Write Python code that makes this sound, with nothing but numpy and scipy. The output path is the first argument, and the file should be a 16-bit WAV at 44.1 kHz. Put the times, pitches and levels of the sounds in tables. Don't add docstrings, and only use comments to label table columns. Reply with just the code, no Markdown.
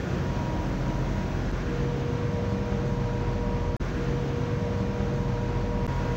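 import sys
import numpy as np
from scipy import signal
from scipy.io import wavfile
from scipy.ndimage import uniform_filter1d

SR = 44100
rng = np.random.default_rng(int(sys.argv[2]) if len(sys.argv) > 2 else 0)


def nominal_scale(level):
    x = np.asarray(level, float) / 20
    return 10 ** x


def to_wav(s):
    ch = np.atleast_2d(s).T
    pcm = np.round(np.clip(ch, -1, 1) * 32767)
    wavfile.write(sys.argv[1], SR, pcm.astype(np.int16))


N = 271656

ENGINE_HZ, TWIN_LAG_HZ = 14.985, 0.15
SHAFT_HZ = 14.937
# order, level_db, twin_share, cancel_s
FIRING_PAIRS = [(3, -36.5, 0.8, 2.3), (4, -52.5, 3.2, 1.3), (6, -41.5, .9, 1.92), (12, -43.5, .7, 2.08)]
# order (multiple of the shaft speed), level_db
SHAFT_ORDERS = [(2, -53), (3.5, -51.5), (5, -54), (8.5, -44.5), (10.5, -48), (12.6, -47), (15, -48.5),
                (16, -49), (17, -50.5), (17.7, -50), (20, -55), (24, -51.5), (36, -56)]
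PUMP_HZ = [316, 632.4, 1582.3, 1912, 2214, 2390, 2530, 3165, 3320]
# level_db, wander_db
PUMP_LEVELS = [(-49.5, 3), (-52.5, 2), (-62.5, 1), (-68.5, 2.5), (-69.5, 2), (-70.5, 2.5), (-72.5, 4.5),
               (-76.5, 1), (-70.5, -1.5)]
PUMP_FOLLOW = 2.2
# freq_hz, level_db (per Hz)
ROAR_SPECTRUM = [(12, -38), (20, -6.5), (53, -4), (126, -2), (200, -5.5), (408, -11.5), (484, -12.5),
                 (850, -18.5), (961, -18), (1030, -17.5), (1290, -22.5), (1570, -22), (3520, -33.5),
                 (6040, -39), (7000, -46.5), (9100, -70), (15400, -120)]
ROAR_DB = -32
# freq_hz, level_db (per Hz)
FIZZ_SPECTRUM = [(3500, -30), (6000, 1.5), (6500, 0), (8800, -19), (10500, -27.5), (11250, -34.5),
                 (11800, -22), (12400, -17), (13500, -15), (14000, -20.5), (14600, -14), (15200, -13.5),
                 (15700, -6), (15800, -35)]
FIZZ_DB, FIZZ_SHELTER_DB = -62, -5
# pitch_hz,
# level_db, offset_hz, partner_share, cancel_s
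BOOM_PAIRS = [(119.5, -42, -2.3, .4, 2.0), (134.85, -37, -1.03, .55, 2.47)]
# nearest_order, pitch_hz
SPOT_TONES = [(7, 104.9), (13, 198.3)]

# time_s, sheltered (in the gap, 0-1), turned (to the motor, 0-1)
MIC_PATH = [(0, 0, 0.7), (.2, 0, 0.6), (.45, 0.1, 0), (.9, 0.1, 0), (1.35, 0.2, .3), (1.52, .35, 0.94),
            (1.85, .45, 0.9), (2.15, 0.7, 0.4), (2.9, 0.72, 0.2), (3.76, 1, 0.12), (5.88, 0.4, .8),
            (6.16, .1, 0.7)]
# order, start_s, rise_s, stay_s, level_db
LOUD_SPOTS = [(7, 1.95, .15, 5, -44), (7, 2.05, .15, 0.53, -46), (13, 0.23, .1, 0.39, -46),
              (13, 1.0, 0.13, .05, -40), (13, 2.226, 0.34, 0.37, -38.5), (13, 3.1, 0.13, .3, -42.5),
              (32, 1.6, 0.14, 2.0, -40), (32, 1.6, .12, .7, -51.5), (32, 5.95, .1, 1, -38),
              (40, 2.16, 0.36, 2, -50.5), (64, 0.044, .42, .1, -43.5), (64, 0.63, 0.14, 0.47, -51.5),
              (64, 1.66, 0.68, 0.31, -50), (64, 2.55, 0.74, 2, -45.5), (64, 5.8, .05, 0.062, -39.5),
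              (64, 5.95, 0.19, 1, -45)]
LEAVE_S = 0.21
QUIET_DB = {7: -48, 13: -52, 32: -51.5, 40: -54.5, 64: -58.5}
TOP_AWAY_DB, TOP_TURN_DB, TOP_SHELTER_DB = -56.5, 10, -16
COLOUR_HZ = [350, 950, 1550, 4000]
SHELTER_DB = [-5, -1.5, -1, -2]
TURN_DB = [1.5, -3, 2, 1]
RISEN_DB = [-1.5, 3, 1, 0]
RISEN_S = 5.87
MIC_LOW_HZ = 38.4
# start_s, cut_s, source_s (taken from), fade_s, cut_height (wave height at the cut)
PIECES = [(0, 1.51639, 0, .0005, .022), (1.51639, 3.76639, 1.51639, .011, .028),
          (3.79639, 5.86639, 1.51639, .013, .047), (5.87639, 6.16, 5.87639, .003, .075)]


def engine():
    out = np.zeros(N)
    for order, db, share, cancel_s in FIRING_PAIRS:
        order = round(order)
        beating = beat(-order * TWIN_LAG_HZ, share, cancel_s)
        out += tone(order * ENGINE_HZ, db, 0.87, 0.36, 4.5, beating)
    for order, db in SHAFT_ORDERS:
        out += tone(order * SHAFT_HZ, db, 1.9, 0.5, 3.0)
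    return out


def motor():
    sheltered, turned = curves(MIC_PATH, np.arange(N) / SR)
    top = nominal_scale(TOP_AWAY_DB + TOP_TURN_DB * turned + TOP_SHELTER_DB * sheltered)
    out = np.zeros(N)
    for order, height, flutter_db in [(32, heard(32), 0.51), (40, heard(40), 2.4),
                                      (64, heard(64), 1.8), (96, top, 1.1)]:
        out += tone(order * SHAFT_HZ, 0, flutter_db, 0.28, 16.0, height)
    return out


def pumps():
    bands = PUMP_FOLLOW * colour(np.arange(N) / SR)
    out = np.zeros(N)
    for hz, (db, wander_db) in zip(PUMP_HZ, PUMP_LEVELS):
        nearest = np.argmin(abs(np.log(hz / np.array(COLOUR_HZ))))
        out += tone(hz, db + bands[nearest], wander_db, 0.61, 4.0)
    return out


def deck():
    out = np.zeros(N)
    for hz, db, offset_hz, share, cancel_s in BOOM_PAIRS:
        out += tone(hz, db, 0.47, 0.44, 3.0, beat(offset_hz, share, cancel_s))
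    for order, hz in SPOT_TONES:
        out += tone(hz, 0, 1.5, 0.37, 5.0, heard(order))
    return out


def roar():
    def field_db(t, hz):
        place = np.interp(np.log(hz + 1), np.log([150] + COLOUR_HZ), range(5))
        shares = np.clip(1 - abs(place[:, None] - np.arange(1, 5)), 0, 1)
        narrow = 0.88 * patches(t, hz, wide=3, long=40)
        broad = 0.5 * patches(t, hz, wide=25, long=10)
        return shares @ colour(t) + (narrow + broad) * np.clip(place, 0.3, 1)[:, None]
    swell = nominal_scale(ROAR_DB + 0.34 * drift(14.0))
    return swell * noise(ROAR_SPECTRUM, 2048, field_db)


def fizz():
    def field_db(t, hz):
        shelter_db = FIZZ_SHELTER_DB * curves(MIC_PATH, t)[0]
        blotches = 1.2 * patches(t, hz, wide=8, long=12)
        return shelter_db + blotches + 0.42 * patches(t, hz, wide=200, long=40)
    return nominal_scale(FIZZ_DB) * noise(FIZZ_SPECTRUM, 512, field_db)


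def heard(order):
    t, out = np.arange(N) / SR, nominal_scale(QUIET_DB[order])
    for spot_order, start, rise, stay, db in LOUD_SPOTS:
        if round(spot_order) == order:
            enter = (t - start) / rise
            leave = 1 - (t - start - rise - stay) / LEAVE_S
            inside = np.clip(np.minimum(enter, leave), 0, 1)
            out = out + nominal_scale(db) * np.sin(np.pi / 2 * inside) ** 2
    return out


def colour(t):
    sheltered, turned = curves(MIC_PATH, t)
    gap_db = np.outer(SHELTER_DB, sheltered - 0.5)
    turn_db = np.outer(TURN_DB, turned - 0.3)
    return gap_db + turn_db + np.outer(RISEN_DB, t > RISEN_S)


def beat(offset_hz, share, cancel_s):
    return 1 - share * np.exp(2j * np.pi * offset_hz * (np.arange(N) / SR - cancel_s))


def tone(hz, db, wander_db, slip, rate_hz, shape=1):
    phase = 2 * np.pi * (hz * np.arange(N) / SR + rng.random()) + slip * drift(rate_hz)
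    level = np.sqrt(2) * nominal_scale(db + wander_db * drift(rate_hz))
    return level * (shape * np.exp(1j * phase)).imag


def noise(points, size, field_db):
    hop, hz = size // 4, np.fft.rfftfreq(size, 1 / SR)
    t = np.arange(N // hop + 5) * hop / SR
    f, db = np.transpose(points)
    shape_db = np.interp(np.log(hz + 1), np.log(f + 1), db, left=-90, right=-90)
    real, imag = rng.standard_normal((len(t), len(hz), 2)).T
    z = (real + 1j * imag) * nominal_scale(shape_db[:, None] + field_db(t, hz))
    return evened(signal.istft(z, nperseg=size, noverlap=size - hop)[1][:N])


def patches(t, hz, wide, long):
    z = rng.standard_normal((len(t), len(hz))).T
    return evened(uniform_filter1d(uniform_filter1d(z, wide, 0), long, 1))


def drift(rate_hz):
    hz = np.geomspace(rate_hz / 6, rate_hz, 20)[:, None]
    t = np.arange(0, N + 512, 256) / SR
    waves = np.sin(2 * np.pi * (hz * t + rng.random((20, 1))))
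    slow = (waves / np.sqrt(hz)).sum(0)
    return np.interp(np.arange(N) / SR, t, evened(slow))


def curves(rows, t):
    s, *columns = np.transpose(rows)
    return np.array([np.interp(t, s, c) for c in columns])


def evened(x):
    return x / np.sqrt(np.mean(x ** 2) + 1e-20)


def scene():
    return (engine() + motor() + pumps() + deck() + roar() + fizz())[None]


def starved(x, margin_db):
    hz, t, z = signal.stft(x, SR, nperseg=1024, noverlap=512)
    power = uniform_filter1d(abs(z) ** 2, size=4, axis=0)
    hiss = power[(hz > 10800) & (hz < 11300)]
    floor = np.median(hiss) * nominal_scale(2 * margin_db)
    z = z * ((power > floor) | (hz[:, None] < 7000))
    return signal.istft(z, SR, nperseg=1024, noverlap=512)[1][:len(x)]


def roll_off(x):
    return signal.sosfilt(signal.butter(12, 15870, fs=SR, output="sos"), x)


def record(dry):
    low_cut = signal.butter(3, MIC_LOW_HZ, "high", fs=SR, output="sos")
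    x = starved(signal.sosfilt(low_cut, dry[0]), margin_db=0.0)
    out, x = np.zeros(N), np.pad(x, (300, 0), "reflect")
    for start, cut, source, fade, height in PIECES:
        first = round(start * SR)
        count = min(round(cut * SR), N) - first
        end = round(source * SR) + count
        end += np.argmin(abs(abs(x[end - 1:end + 299]) - height))
        fade_in = np.minimum(np.arange(count) / SR / fade, 1)
        out[first:first + count] = x[end - count:end] * fade_in
    return roll_off(out[None])


dry = scene()
out = record(dry)
to_wav(out)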